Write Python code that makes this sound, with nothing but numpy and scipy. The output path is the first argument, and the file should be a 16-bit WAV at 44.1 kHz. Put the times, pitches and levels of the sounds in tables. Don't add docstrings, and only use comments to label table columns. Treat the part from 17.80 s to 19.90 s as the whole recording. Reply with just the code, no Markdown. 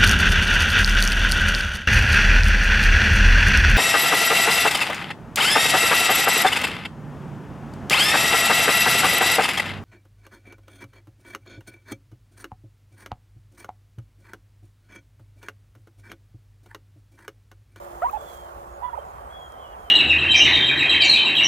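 import sys
import numpy as np
from scipy import signal
from scipy.fft import rfft, irfft
from scipy.io import wavfile
from scipy.ndimage import uniform_filter1d, map_coordinates

SR = 44100
rng = np.random.default_rng(int(sys.argv[2]) if len(sys.argv) > 2 else 0)


def gain_from_db(level_db):
    decades = np.asarray(level_db, float) / 20
    return 10 ** decades


def bounce(signal):
    frames = np.transpose(np.atleast_2d(signal))
    limited = np.clip(frames, -1, 1)
    pcm = np.round(limited * 32767).astype(np.int16)
    wavfile.write(sys.argv[1], SR, pcm)


N = 92610


def unit(x):
    return x / np.sqrt(np.mean(x ** 2) + 1e-20)


def along(points, hz):
    f, v = np.transpose(points)
    return np.interp(np.log(hz + 1), np.log(f + 1), v)


def curves(rows, outside=None):
    s, *cols = np.transpose(rows)
    return [np.interp(np.arange(N) / SR, s, c, outside, outside) for c in cols]


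def wobble(rate):
    knots = rng.standard_normal(int(N * rate / SR) + 4)
    return map_coordinates(knots, [np.arange(N) * rate / SR])


def sides(pan_db):
    return gain_from_db(np.array([pan_db / 2, -pan_db / 2])).reshape(2, -1)


def left_only(value):
    return np.array([[value], [0]])


def rush(spectrum, patchy_db):
    # (frequency [Hz], likeness [0-1])
    alike = [(100, .98), (300, 0.86), (500, 0.24), (900, 0.93), (1300, 0.61), (2200, 0.15), (16000, 0.077)]
    # (frequency [Hz], left lead [rad])
    left_lead = [(60, .3), (300, 0.27), (500, 1.42), (750, 2.23), (1050, 2.92), (2000, 1.87)]
    # (frequency [Hz], left minus right [dB])
    balance = [(60, -0.5), (400, -4), (800, -2), (1500, -6.5), (2500, -0.5), (16000, 1)]
    z = signal.stft(rng.standard_normal((2, N + 512)), nperseg=512)[2]
    patches = uniform_filter1d(rng.standard_normal(z.shape[1:]), size=5, axis=0)
    patches = unit(uniform_filter1d(patches, size=10, axis=1))
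    noise = signal.istft(z * gain_from_db(patchy_db * patches), nperseg=512)[1][:, :N]
    a, b = rfft(noise)
    hz = np.fft.rfftfreq(N, 1 / SR)
    turn = np.arccos(np.clip(along(alike, hz), 0, 1)) / 2
    mid, side = a * np.cos(turn), b * np.sin(turn)
    left = (mid + side) * gain_from_db(along(balance, hz)) * np.exp(1j * along(left_lead, hz))
    colour = (hz > spectrum[0][0]) * (hz < 15480) * gain_from_db(along(spectrum, hz))
    return unit(irfft(np.array([left, mid - side]) * colour, N))


def echoes(x, t60):
    t = np.arange(SR // 2) / SR
    tail = rng.standard_normal((2, len(t))) * gain_from_db(-60 * t / t60) * (t > .012)
    return signal.fftconvolve(x[None], tail / np.linalg.norm(tail[0]), axes=1)[:, :N]


def traffic():
    # (time [s], level [dB])
    roar_level = [(0, -39.5), (1, -41), (2.1, -40)]
    # (frequency [Hz], density [dB per Hz])
    roar_colour = [(90, -10), (280, -16), (450, -6.5), (750, 0.5), (1100, -1.5), (1500, -10.5), (2300, -25),
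                   (4000, -37.5)]
    rumble_colour = [(20, -20), (32, -12), (48, 1), (61, 5.5), (75, -0.5), (110, -16.5), (200, -49)]
    hiss_colour = [(2000, 16), (4800, 3), (7000, 8), (11000, -16), (15500, -8)]
    roar = gain_from_db(curves(roar_level)[0] + 0.58 * wobble(5.04)) * rush(roar_colour, patchy_db=1.5)
    rumble = gain_from_db(-49.5) * rush(rumble_colour, patchy_db=-0.5)
    hiss = gain_from_db(-82.0) * rush(hiss_colour, patchy_db=2)
    return roar + rumble + hiss


def engine():
    # (time [s], low tone level [dB], high tone level [dB])
    hum = [(0, -50.5, -40.5), (.17, -47.5, -47), (.3, -60.5, -50), (.55, -55, -48.5), (.95, -53, -51),
           (1.15, -78, -47.5), (2.1, -69, -70)]
    t = np.arange(N) / SR
    low_db, high_db = curves(hum)
    low_phase = 2 * np.pi * 349 * t + 0.6 * wobble(11.2) + left_only(.3)
    low = gain_from_db(low_db + 1.1 * wobble(11.0)) * np.sin(low_phase) * sides(-2.4)
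    high_phase = 2 * np.pi * 566 * t + 0.97 * wobble(14) + left_only(1.6)
    high = gain_from_db(high_db + 2.8 * wobble(12.24)) * np.sin(high_phase) * sides(-2.0)
    return low + high


def cricket(chirps, hz, rate, width_s):
    t, gate = np.arange(N) / SR, np.zeros(N)
    for s, pulses, db in chirps:
        for k in range(int(pulses)):
            middle = s + (k + rng.normal(0, .07)) / rate
            gate += gain_from_db(db + rng.normal(0, 2)) * np.exp(-((t - middle) / width_s) ** 2)
    return gate * np.sin(2 * np.pi * np.cumsum(hz + 70 * wobble(200)) / SR)


def crickets():
    # (start [s], pulses [count], level [dB])
    low_chirps = [(.565, 6.4, -61), (.892, 8.3, -60.5), (1.252, 6.2, -63), (1.6, 9.3, -60.5),
                  (1.975, 7.2, -66)]
    high_chirps = [(.55, 6, -66), (.861, 7, -66), (1.17, 6, -65), (1.47, 7, -64), (1.83, 5, -66)]
    thin_chirps = [(1.04, 7, -66), (1.38, 7, -66), (1.66, 7, -67), (1.98, 8, -65)]
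    low = cricket(low_chirps, hz=6780, rate=85, width_s=.0022)
    high = cricket(high_chirps, hz=8050, rate=90, width_s=.0018)
    thin = cricket(thin_chirps, hz=9450, rate=90, width_s=.0016)
    return low + high + thin


def whistles(rows, pan_db, lead):
    out, t = np.zeros((2, N)), np.arange(N) / SR
    for s, length, from_hz, to_hz, db in rows:
        u = np.clip((t - s) / length, 0, 1)
        hz = from_hz + (to_hz - from_hz) * u ** 1.2 + 20 * wobble(100)
        phase = 2 * np.pi * np.cumsum(hz) / SR
        fade_s = min(.03, length / 4)
        shape = np.clip(np.minimum(u, 1 - u) * length / fade_s, 0, 1)
        level = np.sqrt(2) * shape * gain_from_db(db + 1.4 * wobble(50))
        out += level * np.sin(phase + left_only(lead))
    return sides(pan_db) * (out + gain_from_db(-6.5) * echoes(out[0], .2))


def small_birds():
    # (start [s], length [s], from [Hz], to [Hz], level [dB])
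    right_bird = [(.36, 0.081, 3410, 3406, -60), (.44, .08, 3430, 3310, -57),
                  (.505, 0.14, 3310, 3188, -60.5), (.62, .085, 3150, 3080, -65),
                  (1.028, 0.061, 3370, 3366, -60), (1.104, 0.032, 3300, 3300, -62.5),
                  (1.168, 0.018, 3200, 3140, -71.5), (1.184, 0.027, 3160, 3090, -57)]
    left_bird = [(1.31, 0.21, 3250, 2980, -72), (1.49, 0.047, 3220, 3400, -60.5),
                 (1.515, 0.088, 3357, 3317, -52.5), (1.58, .11, 3283, 3250, -54),
                 (1.68, 0.079, 3250, 3176, -60), (1.725, 0.11, 3166, 3110, -64),
                 (1.81, 0.08, 3150, 2760, -56), (1.78, 0.12, 3390, 3270, -62.5),
                 (1.82, 0.048, 3220, 3020, -64), (1.87, 0.09, 3000, 2770, -63),
                 (1.915, 0.031, 3260, 3154, -61), (1.97, 0.069, 3233, 3250, -66),
                 (2.03, 0.12, 3180, 2930, -60.5)]
    return whistles(right_bird, pan_db=-2.0, lead=-1.36) + whistles(left_bird, pan_db=4.5, lead=1.0)


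def grass():
    # (time [s], level [dB], left minus right [dB])
    rustle_level = [(0, -57, -1), (.12, -61.5, -5), (.3, -58, 0), (.55, -61.5, -14), (.68, -65, -8),
                    (1, -70.5, -2), (1.6, -80.5, 17), (2.1, -82, 19)]
    # (frequency [Hz], density [dB per Hz])
    rustle_colour = [(3000, -1), (5000, -9), (7000, -3.5), (10500, -7.5), (13000, -7.5), (15500, 1.5)]
    # (time [s], peak [dB], pitch [Hz], share of crackle [ratio], left minus right [dB])
    ticks = [(.3113, -39, 14600, .3, 6), (.3401, -54, 13600, .3, -1.5), (.498, -56, 5000, .5, 0),
             (.612, -57, 9000, .6, -4), (.6455, -54, 7500, .6, -5), (.795, -60, 7000, .5, 0),
             (.848, -60, 7500, .5, 0), (1.7216, -56, 7000, 1.6, -2)]
    level_db, pan_db = curves(rustle_level)
    grains = gain_from_db(2.2 * wobble(900) + 1.5 * wobble(70) + 1.1 * wobble(8))
    out = gain_from_db(level_db + 2) * sides(pan_db) * unit(grains * rush(rustle_colour, patchy_db=1.6))
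    t = np.arange(N) / SR
    f = np.fft.rfftfreq(N, 1 / SR)
    for s, db, hz, crackle, pan in ticks:
        late = t - s - .0008
        noise = rfft(rng.standard_normal((2, N))) * (f > 3000) * (f < 15200)
        snap = np.sin(2 * np.pi * hz * late) + crackle * unit(irfft(noise, N))
        out += gain_from_db(db + 5.5) * sides(pan) * np.exp(-(late / .0003) ** 2) * snap
    return out


def turkey():
    # (time [s], pitch [Hz], level at the right port [dB])
    first_call = [
        [(.217, 520, -45), (.221, 600, -25), (.226, 660, -22), (.231, 695, -21), (.235, 715, -17.5),
         (.24, 735, -17.5), (.245, 760, -22), (.249, 780, -42)],
        [(.241, 930, -40), (.246, 945, -18.5), (.256, 955, -18), (.268, 985, -19), (.276, 1115, -30),
         (.288, 1060, -27), (.293, 1110, -30), (.298, 1270, -32), (.303, 1300, -48)],
        [(.303, 740, -50), (.308, 720, -39), (.322, 740, -41), (.33, 600, -46)],
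        [(.329, 860, -44), (.333, 845, -25), (.338, 830, -21), (.351, 865, -21), (.358, 885, -26),
         (.367, 860, -23), (.373, 790, -26), (.378, 630, -30), (.384, 560, -44)],
    ]
    second_call = [
        [(1.019, 800, -46), (1.0225, 830, -26), (1.025, 860, -28), (1.029, 900, -44)],
        [(1.025, 950, -42), (1.03, 970, -27), (1.036, 978, -23.5), (1.05, 980, -22), (1.063, 988, -24),
         (1.072, 1000, -33), (1.081, 980, -27.5), (1.091, 975, -26), (1.097, 990, -44)],
        [(1.094, 1330, -50), (1.099, 1400, -37), (1.104, 1450, -50)],
        [(1.127, 940, -44), (1.132, 935, -26), (1.139, 925, -25), (1.149, 980, -26), (1.152, 1100, -36),
         (1.157, 1400, -40), (1.161, 1450, -50)],
        [(1.165, 1400, -48), (1.171, 1200, -38), (1.175, 930, -32), (1.179, 840, -20.5), (1.184, 760, -27),
         (1.186, 600, -33), (1.189, 550, -25.5), (1.192, 530, -29), (1.195, 500, -48)],
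    ]
    # (left minus right [dB], left lead [rad], turn over the note [dB])
    head_pose = [(-2.5, 1.1, 2), (-3.5, 2.1, 8), (-6, 1.5, 0), (-14.5, 1.5, 0), (-14, 1.7, 0),
                 (-16.5, 1.7, 0), (-11, 1.5, 0), (-16.5, 2.4, 0), (-12.5, 2.6, 0)]
    # (second partial [dB], third partial [dB], change over the note [dB],
    # left minus right [dB])
    overtones = [(-16, -35, -25, 2), (-32, -54, 6, 0), (-40, -60, 0, 0), (-36, -52, 10, -3),
                 (-32, -55, 0, -8), (-25, -41, 0, -11), (-30, -36, 0, 0), (-27, -52, -6, -10),
                 (-40, -62, 0, -4)]
    # (frequency [Hz], gain [dB])
    throat = [(2000, 0), (2200, 0), (2400, 8), (2600, 17), (2800, 6), (3000, 0)]
    out, t = np.zeros((2, N)), np.arange(N) / SR
    for rows, pose, partials in zip(first_call + second_call, head_pose, overtones):
        pan_db, lead, turn_db = pose
        second_db, third_db, drift_db, upper_pan_db = partials
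        hz, db = curves(rows)[0], curves(rows, -200)[1]
        phase = 2 * np.pi * np.cumsum(hz * (1 + .006 * wobble(300))) / SR
        progress = np.interp(t, [rows[0][0], rows[-1][0]], [-.5, .5])

        second_level = second_db + along(throat, 2 * hz) + 1.4 * wobble(150)
        second = gain_from_db(second_level) * np.sin(2 * phase + .3 * wobble(250))
        third_level = third_db + drift_db * progress + along(throat, 3 * hz) + 1.4 * wobble(146)
        third = gain_from_db(third_level) * np.sin(3 * phase + .5 * wobble(230))
        breath = gain_from_db(-40) * unit(np.gradient(wobble(6000)))
        upper = gain_from_db(drift_db * progress + left_only(upper_pan_db)) * (second + third + breath)

        left_db = pan_db + turn_db * progress + 10.5 * np.log2(hz / 900)
        whistle = np.sin(phase + left_only(lead)) * gain_from_db(left_db * [[1], [0]])
        level = uniform_filter1d(gain_from_db(db + .3 * wobble(200)), size=80)
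        out += np.sqrt(2) * level * (whistle + upper)
    return out + gain_from_db(-28) * echoes(out[1], .2)


def scene():
    return traffic() + engine() + crickets() + small_birds() + grass() + turkey()


def low_pass(x):
    return signal.sosfilt(signal.butter(12, 16680, fs=SR, output="sos"), x)


def record(dry):
    hz = np.fft.rfftfreq(N, 1 / SR)
    limited = irfft(rfft(dry) * np.clip((16600 - hz) / 300, 0, 1), N)
    return low_pass(limited)


dry = scene()
out = record(dry)
bounce(out)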